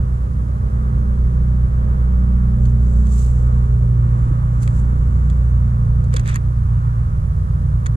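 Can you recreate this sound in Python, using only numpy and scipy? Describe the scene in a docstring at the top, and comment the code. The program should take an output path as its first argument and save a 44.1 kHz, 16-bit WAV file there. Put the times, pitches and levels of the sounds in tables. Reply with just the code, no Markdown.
"""A pump shotgun is lifted out of the grass and shifted, then its slide and a small catch are worked.
Steel parts click and ring, the rails rub, the stock knocks, and grass and sleeves brush past.
A distant piston engine drones all the while, slowly sinking in pitch, over a low outdoor rumble;
a far bird whistles faintly. A small camera in the grass hears it, a little louder on the right."""
import sys
import numpy as np
from scipy import signal
from scipy.fft import rfft, irfft, next_fast_len
from scipy.io import wavfile
from scipy.ndimage import uniform_filter1d, minimum_filter1d, map_coordinates

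SR = 44100
rng = np.random.default_rng(int(sys.argv[2]) if len(sys.argv) > 2 else 0)


def transcribe(signal):
    """Save signal, clipped to [-1, 1], as a 16-bit WAV file at the path in sys.argv[1]."""
    frames = np.atleast_2d(signal).T
    limited = np.clip(frames, -1, 1)
    pcm = np.round(limited * 32767).astype(np.int16)
    wavfile.write(sys.argv[1], SR, pcm)


N = 351036

# how far the wave at the left microphone is ahead (negative: behind): f/Hz, phase/rad
LEFT_LEAD = [(20, -.02), (60, -.11), (120, -.2), (220, -.3), (330, -1.3), (520, -2.2), (950, -3.3),
             (1900, -3.6), (4100, -6.3), (8000, -12.5), (15000, -23.5)]


def amp(db):
    """Turn decibels into a gain."""
    return 10 ** (np.asarray(db) / 20)


def unit(x):
    """Scale x to an average (rms) level of 1."""
    return x / np.sqrt(np.mean(x ** 2) + 1e-20)


def along(points, hz):
    """Read between (frequency, value) points on a log frequency axis."""
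    freqs, values = np.transpose(points)
    return np.interp(np.log(hz + 1), np.log(freqs + 1), values)


def curve(points):
    """Join (time, value) points with straight lines, one value per sample."""
    return np.interp(np.arange(N) / SR, *np.transpose(points))


def wobble(rate):
    """A smooth random curve through `rate` points a second."""
    return map_coordinates(rng.standard_normal(int(N * rate / SR) + 4), [np.arange(N) * rate / SR])


def stroke(start, end, attack, release):
    """A gain that holds from start to end, 20 dB lower one attack before and one release after."""
    t = np.arange(N) / SR
    return amp(-20 * (np.maximum(start - t, 0) / attack + np.maximum(t - end, 0) / release))


def passing_db(nearest_s, passing_s):
    """Level of a passing source: 0 dB when nearest, 3 dB lower passing_s before or after."""
    return -10 * np.log10(1 + ((np.arange(N) / SR - nearest_s) / passing_s) ** 2)


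def filtered(x, response):
    """Change the strength and phase of each frequency in x by response(hz)."""
    size = x.shape[-1]
    padded = next_fast_len(size + 8192)
    return irfft(rfft(x, padded) * response(np.fft.rfftfreq(padded, 1 / SR)), padded)[..., :size]


def causal(x, gain_db):
    """Filter x by gain_db(hz) so that nothing rings before a hit (minimum phase)."""
    size = 2048
    cepstrum = irfft(np.log(amp(gain_db(np.fft.rfftfreq(size, 1 / SR))) + 1e-6))
    fold = np.r_[1, np.full(size // 2 - 1, 2), 1, np.zeros(size // 2 - 1)]
    impulse_response = irfft(np.exp(rfft(cepstrum * fold)))
    return signal.fftconvolve(x, impulse_response[None], axes=1)[:, :x.shape[1]]


def add(track, s, sound):
    """Mix a stereo sound in at s seconds."""
    part = track[:, round(s * SR):][:, :sound.shape[1]]
    part += sound[:, :part.shape[1]]


def far_mic_gains(hz):
    """The strength and phase with which far sound reaches each microphone."""
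    # level on the left compared with the right: f/Hz, level/dB
    balance = [(60, -1.5), (110, -1.5), (200, -3.5), (370, -9), (690, -6.0), (1270, -3.5), (2340, -1),
               (4300, 0.5), (7920, -3), (14600, -0.5)]
    half = amp(along(balance, hz) / 2) * np.exp(1j * along(LEFT_LEAD, hz) / 2)
    return np.array([half, 1 / half])


def far_noise(spectrum):
    """Stereo noise from far away: the lows are nearly alike on both sides, the highs are not."""
    # how alike left and right are: f/Hz, likeness (0 to 1)
    likeness = [(30, 0.94), (150, 0.99), (230, 1), (290, 0.78), (500, 0.96), (750, 0.89), (1100, 0.86),
                (2000, 0.72), (3500, 0.22), (10000, 0.092)]
    def shape(hz):
        angle = np.arccos(np.clip(along(likeness, hz), -1, 1)) / 2
        return amp(along(spectrum, hz)) * [np.cos(angle), np.sin(angle)]
    mid, side = filtered(rng.standard_normal((2, N)), shape)
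    pair = filtered(np.array([mid + side, mid - side]), far_mic_gains)
    return pair / pair.mean(axis=0).std()


def near_noise(size, apart):
    """White noise; the larger `apart` is, the less the two microphones share."""
    return unit(rng.standard_normal(size) + apart * rng.standard_normal((2, size)))


def air():
    """Rumble and roar carry over the field and swell as the engine passes, under a thin steady hiss."""
    # tone colour of each noise, lowest first: f/Hz, relative level/dB
    deep_shape = [(10, -17), (20, -12), (30, -0.5), (42, 7), (52, 12), (68, 0.5), (85, -9.5), (130, -66.5)]
    rumble_shape = [(50, -39.5), (72, 2.5), (98, -1), (135, -6), (160, -9), (200, -31.5), (300, -71.5)]
    boom_shape = [(110, -25.5), (155, 2.5), (190, -5.5), (215, -1.5), (240, -16), (300, -28), (500, -70)]
    roar_shape = [(150, -39), (250, 2), (330, -3.5), (450, -1), (560, 1.5), (720, -6.5), (1100, -35),
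                  (2500, -82)]
    rush_shape = [(400, -24.5), (700, -4.5), (950, 0.5), (1220, 3), (1450, -3.5), (1720, -6), (2000, -13),
                  (2700, -25), (4000, -33), (8000, -58)]
    hiss_shape = [(1500, -21), (2500, -4), (3300, -4), (4300, -5.5), (5200, -4), (7000, -2), (8200, -4.5),
                  (9900, -3), (11000, -8), (12500, -15.5), (14500, -49)]
    # loudness of the engine's roar: t/s, level/dB
    roar_levels = [(0, -46.5), (1.1, -46.5), (2.1, -44.5), (3, -46), (4.3, -47.5), (5.1, -47.5),
                   (5.9, -47.5), (6.9, -51), (7.96, -48)]
    near_db = passing_db(nearest_s=3.6, passing_s=2.8)
    swell_from_s, swell_db_per_s = 6.45, 4  # a low rumble swells near the end
    swell_db = swell_db_per_s * np.maximum(np.arange(N) / SR - swell_from_s, 0)
    deep = amp(-27) * far_noise(deep_shape)
    rumble = amp(-26 + swell_db) * far_noise(rumble_shape)
    boom = amp(-34.5 + 0.56 * near_db) * far_noise(boom_shape)
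    roar = amp(curve(roar_levels) + 0.8 * wobble(8)) * far_noise(roar_shape)
    rush = amp(-49.5 + 0.38 * near_db + 1.1 * wobble(4.164)) * far_noise(rush_shape)
    hiss = amp(-63.5) * far_noise(hiss_shape)
    return deep + rumble + boom + roar + rush + hiss


def bird():
    """A far bird whistles faintly, each note a single downward slide."""
    # whistles: t/s, level/dB, first f/Hz, last f/Hz
    whistles = [(.11, -69, 8100, 7150), (.94, -69, 7500, 6100), (4.98, -71, 6960, 5550)]
    whistle_s = .1
    track, progress = np.zeros((2, N)), np.linspace(0, 1, round(whistle_s * SR))
    swell = np.sqrt(np.abs(np.sin(np.pi * progress)))
    for s, db, first_hz, last_hz in whistles:
        phase = 2 * np.pi * np.cumsum(first_hz + (last_hz - first_hz) * progress) / SR
        add(track, s, np.tile(amp(db) * swell * np.sin(phase), (2, 1)))
    return track


def engine():
    """Exhaust puffs hum at multiples of one cycle rate; the tones fade in and out over the long path."""
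    # loudness of the firing tone, its octave and the seventh multiple: t/s, relative level/dB
    firing_levels = [(0, -18.5), (0.55, -20), (1.2, -15.5), (1.7, -16.5), (2.15, -14), (2.6, -15), (3, -12),
                     (3.3, -14), (3.6, -13.5), (4.15, -18.5), (4.65, -19), (4.9, -15.5), (5.55, -14),
                     (5.78, -19), (5.95, -17), (6.25, -24.5), (6.7, -19.5), (7.96, -21.5)]
    octave_levels = [(0.12, -22), (0.42, -32.5), (0.75, -24.5), (1.65, -21.5), (2.2, -27.5), (2.7, -17),
                     (2.95, -27), (3.3, -20), (4, -16.5), (4.6, -19.5), (5.25, -23.5), (5.85, -18),
                     (6.2, -22.5), (6.6, -22), (6.9, -17), (7.3, -27.5), (7.5, -26), (7.96, -19.5)]
    seventh_levels = [(0, -40.5), (.5, -37), (1.05, -31.5), (1.5, -37.5), (1.9, -35), (2.1, -39),
                      (2.35, -30.5), (3.1, -30), (3.35, -41.5), (4.3, -36.5), (5.1, -36), (6, -35),
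                      (6.7, -45), (7.96, -40.5)]
    # other exhaust tones: multiple of the cycle rate, relative level/dB, loudest t/s, time to fall 4 dB/s
    overtones = [(1, 3.5, 3.3, 6), (5, 7, 5.7, 3), (6, 4.5, 2.84, 1.5), (8, -20, 1.7, 4.5),
                 (9, -13, 3.6, 3.5), (10, -23.5, 2.5, 2.5), (11, -17.5, 2.9, 4), (12, -18, 0.76, 4),
                 (13, -18, 2.7, 2), (14, -17.5, 2.6, 3), (15, -24.5, 3.4, 0.5), (16, -16, 2, 2.5),
                 (17, -30.5, 2.3, 4), (18, -24, 4, 1)]
    t = np.arange(N) / SR
    start_hz, sink_from_s, sink_hz_per_s = 30.54, 1.6, .185  # the pitch sinks as it draws away
    cycle_hz = start_hz - sink_hz_per_s * np.maximum(t - sink_from_s, 0)
    cycle_phase = 2 * np.pi * np.cumsum(cycle_hz) / SR
    def tone(multiple, db, scattered):
        mics = far_mic_gains(multiple * cycle_hz.mean())[:, None]
        paths = 1 + scattered * (wobble(3.2) + 1j * wobble(3.2))  # a direct path and a shifting one
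        # the firing tone and its octave come from the same puff, so they start in step
        phase = multiple * cycle_phase + rng.uniform(0, 2 * np.pi) * (multiple not in (2, 4))
        return np.sqrt(2) * amp(db) * np.imag(paths * mics / np.abs(mics.mean()) * np.exp(1j * phase))
    firing = tone(2, curve(firing_levels), scattered=.04)
    octave = tone(4, curve(octave_levels), scattered=.1)
    third = tone(3, curve([(4.14, -35.5), (5.07, -26)]), scattered=.14)  # comes up once and stays
    seventh = tone(7, curve(seventh_levels) - 1, scattered=.12)
    others = sum(tone(multiple, db - 36 + 1.32 * passing_db(loudest_s, swell_s), scattered=.47)
                 for multiple, db, loudest_s, swell_s in overtones)
    return firing + octave + third + seventh + others


def rustle():
    """Grass, then sling and sleeves brush past the gun, while single dry blades snap."""
    # brushing moves: start/s, end/s, level/dB, attack/s, release/s
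    brushes = [(2.638, 2.661, -57.5, 0.15, .15), (2.856, 3.37, -55, 0.11, 0.8),
               (3.114, 3.136, -48, 0.041, 0.034), (3.184, 3.234, -42.5, 0.09, 0.095),
               (4.179, 4.27, -60.5, 0.2, 0.23), (4.556, 5.483, -62, 0.18, 0.49),
               (4.623, 4.635, -44, 0.02, 0.04), (4.769, 4.802, -52.5, 0.14, 0.036)]
    # tone colour of the rustle: f/Hz, relative level/dB
    grass_shape = [(900, -28), (2000, -18.5), (3500, -14.5), (5400, -9.5), (6400, -2.5), (7600, 1),
                   (8300, -6), (9000, -4.5), (11000, -16), (14500, -22.5)]
    snaps_per_s, snap_spread_db, snap_db = 400, 3, -8
    sweep = sum(amp(db) * stroke(start, end, attack, release) for start, end, db, attack, release in brushes)
    brushing = near_noise(N, apart=1.5) * amp(1.8 * wobble(1500) + 1.4 * wobble(120))
    sizes = amp(snap_spread_db * np.minimum(rng.exponential(size=N), 3))
    snapping = rng.random(N) < snaps_per_s / SR
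    snaps = unit(snapping * sizes * (1 + .5 * rng.standard_normal((2, N))))
    return sweep * unit(causal(brushing + amp(snap_db) * snaps, lambda hz: along(grass_shape, hz)))


def stock_bumps():
    """The gun's stock answers a blow with a short, dull knock."""
    # blows on the stock: t/s, relative level/dB, f/Hz
    blows = [(4.261, -35, 288), (4.305, -32, 298), (6.138, -28.5, 495), (6.164, -35, 342)]
    track, t = np.zeros((2, N)), np.arange(SR // 4) / SR
    fade_s, half_width_hz = .044, 50
    for s, db, pitch_hz in blows:
        blow = near_noise(len(t), apart=0.14) * amp(-60 * t / fade_s)
        knock = causal(blow, lambda hz: -20 * np.log10(1 + ((hz - pitch_hz) / half_width_hz) ** 2))
        add(track, s, amp(db + 4) * knock / np.abs(knock).max())
    return track


def slide():
    """The sliding grip sticks and slips on its steel rails, back and then forward."""
    # pushes on the grip: start/s, end/s, level/dB, attack/s, release/s
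    pushes = [(6.132, 6.198, -41.5, 0.019, 0.02), (6.27, 6.299, -35.5, 0.042, 0.036),
              (6.313, 6.364, -40, 0.016, 0.024)]
    # tone colour of the rails: f/Hz, relative level/dB
    rail_shape = [(500, -26), (1100, -1.5), (1500, 0), (1950, -1.5), (2500, -4), (2950, -10.5),
                  (3500, -9.5), (4600, -15.5), (5500, -18), (6200, -11), (7400, -16.5), (8700, -18.5),
                  (9400, -24), (12000, -34), (14500, -41)]
    push = sum(amp(db) * stroke(start, end, attack, release) for start, end, db, attack, release in pushes)
    slips = near_noise(N, apart=0.59) * amp(3.5 * wobble(450))
    return push * unit(filtered(slips, lambda hz: amp(along(rail_shape, hz))))


def clicks():
    """Steel parts meet with a crack and a brief rattle that ring the struck part and the gun's frame."""
    # contacts: t/s, relative level/dB, lows/dB, the part's f/Hz, its ping/dB, highs/dB, time to fade 60 dB/s
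    contacts = [ (2.654, -37.5, 1, 4400, -9.5, -12, .02), (2.656, -41, 0, 3100, -8, -10, .02),
                (3.0693, -39, 0, 7800, -13.5, 6, .012), (3.072, -46, 2, 3070, -4, -9, .02),
                (4.6313, -32.5, -7, 5000, -16, 13, 0.0073), (4.636, -38, -9.5, 7460, -5.5, 4.5, .025),
                (4.6766, -27.5, 6, 3200, -14, -3, .015), (5.2998, -38, 5, 3450, 0, 1, .028),
                (5.302, -39.5, -5, 7200, -4, -0.5, .025), (6.042, -44, -13, 7300, -4, -7, .022),
                (6.1377, -32.5, 3, 7600, -9, -4, 0.01), (6.1405, -23.5, 2, 7600, -9, 8, .018),
                (6.1643, -22, -1.5, 4420, -7.5, 0, 0.015), (6.167, -20, 1, 3380, -3, 0.5, .014),
                (6.1688, -26, 0.5, 4000, -9.5, -1.5, .014), (6.1945, -35, 4.5, 3600, -12, 5, .015),
                (6.1963, -30, 1, 6600, -12, 4.5, 0.029), (6.237, -45.5, 7, 3500, -6, -1.5, .02),
                (6.2605, -39.5, 5.5, 3400, -12, -4, .016), (6.271, -37.5, 3, 6500, -12.5, 4, .016),
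                (6.277, -29.5, -7, 7660, -7.5, 10, .016), (6.2885, -30, 1, 2600, -10, -4, .018),
                (6.291, -30.5, -0.5, 3600, -8, 0, .018), (6.294, -34.5, -4, 5000, -11, 2, .016),
                (6.298, -30, 1, 4400, -10, -2, .014), (6.3135, -38.5, 5.5, 3500, -10.5, -2.5, .018),
                (6.321, -31.5, 17, 2002, -4, -9.5, 0.031), (6.337, -33, 17, 3400, -8.5, -15, .02),
                (6.3439, -28.5, 6.5, 6570, -4.5, 3, .013), (6.352, -38.5, 0, 6600, -4.5, -2, .014),
                (6.358, -19.5, 10, 6630, -12.5, 17.5, .013), (6.363, -28, 7, 4380, -14, 7.5, .012),
                (7.8607, -23.5, 4, 7460, -2, -8, .017), (7.8651, -22, 2, 4280, -7, -7, .014),
                (7.867, -26, 1, 2020, 0, -10, .016)]
    # tone colour of struck steel: f/Hz, relative level/dB
    steel_shape = [(500, -29), (1100, 3.5), (1900, 3), (2950, -12.5), (3400, -10.5), (3900, -7),
                   (4400, -8.5), (5100, -7.5), (5600, -11.5), (6600, -1), (7500, -3.5), (9000, -6),
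                   (11500, -20.5), (13500, -30.5), (15000, -34.5)]
    # ringing notes of the frame and barrel: f/Hz, relative level/dB, time to fade 60 dB/s
    frame_notes = [(1893, -13.5, 0.065), (2360, -24.5, 0.04), (2670, -18.5, 0.044), (3420, -17, 0.026),
                   (4340, -16.5, 0.018), (6700, -18.5, .025)]
    track, t = np.zeros((2, N)), np.arange(SR // 8) / SR
    onset = 1 - np.exp(-t / .00035)
    ground_scatter = amp(-36 - 60 * t / .07)
    for s, db, lows_db, part_hz, ping_db, highs_db, fade_s in contacts:
        rattle = near_noise(len(t), apart=0.38) * (amp(-60 * t / fade_s) + ground_scatter) * onset
        crack = np.linalg.norm(rattle[1]) * signal.unit_impulse(len(t), SR // 3000)
        tilt = [(2000, lows_db), (4000, 0), (8000, 0), (13000, highs_db)]
        part_boost = lambda hz: 4 / (1 + ((hz - part_hz) / 260) ** 2)
        hit = causal(crack + rattle, lambda hz: along(steel_shape, hz) + along(tilt, hz) + part_boost(hz))
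        hit /= np.sqrt(np.mean(hit[:, :SR // 300] ** 2))  # the opening instant sets the level
        ring = sum(amp(note_db + rng.normal(0, 3.3) - 60 * t / ring_s)
                   * np.sin(2 * np.pi * hz * rng.normal(1, 0.0087) * t)
                   for hz, note_db, ring_s in frame_notes)
        ping = amp(ping_db - 60 * t / fade_s) * np.sin(2 * np.pi * part_hz * t)
        add(track, s, amp(db - 3.5) * (hit + ring + ping))
    return track


def camera_shadow(x):
    """The camera's body shades the left microphone, so the gun sounds later and duller there."""
    # change on the left side: f/Hz, level/dB
    shadow = [(500, 3), (1100, -1), (2000, 0.5), (3400, -3), (4300, -8), (5200, -15.5), (7400, -12.5),
              (14000, -15.5)]
    def response(hz):
        left = amp(along(shadow, hz)) * np.exp(1j * along(LEFT_LEAD, hz))
        return np.array([left, np.ones(len(hz))])
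    return filtered(x, response)


def scene():
    """The gun is handled close by, in front of the far drone."""
    background = engine() + air() + bird()
    return background + camera_shadow(clicks() + stock_bumps() + slide() + rustle())


def record(dry):
    """The camera briefly turns down the loudest peaks and cuts off the highest treble."""
    ceiling_db, top_hz, hold = -3.5, 15200, SR // 40
    needed = np.minimum(1, amp(ceiling_db) / (np.abs(dry).max(axis=0) + 1e-9))
    held = minimum_filter1d(needed, 2 * hold)
    gain = uniform_filter1d(uniform_filter1d(held, hold), hold)
    end_fades = signal.windows.tukey(N, .001)
    return filtered(dry * gain * end_fades, lambda hz: hz < top_hz)


dry = scene()
out = record(dry)
transcribe(out)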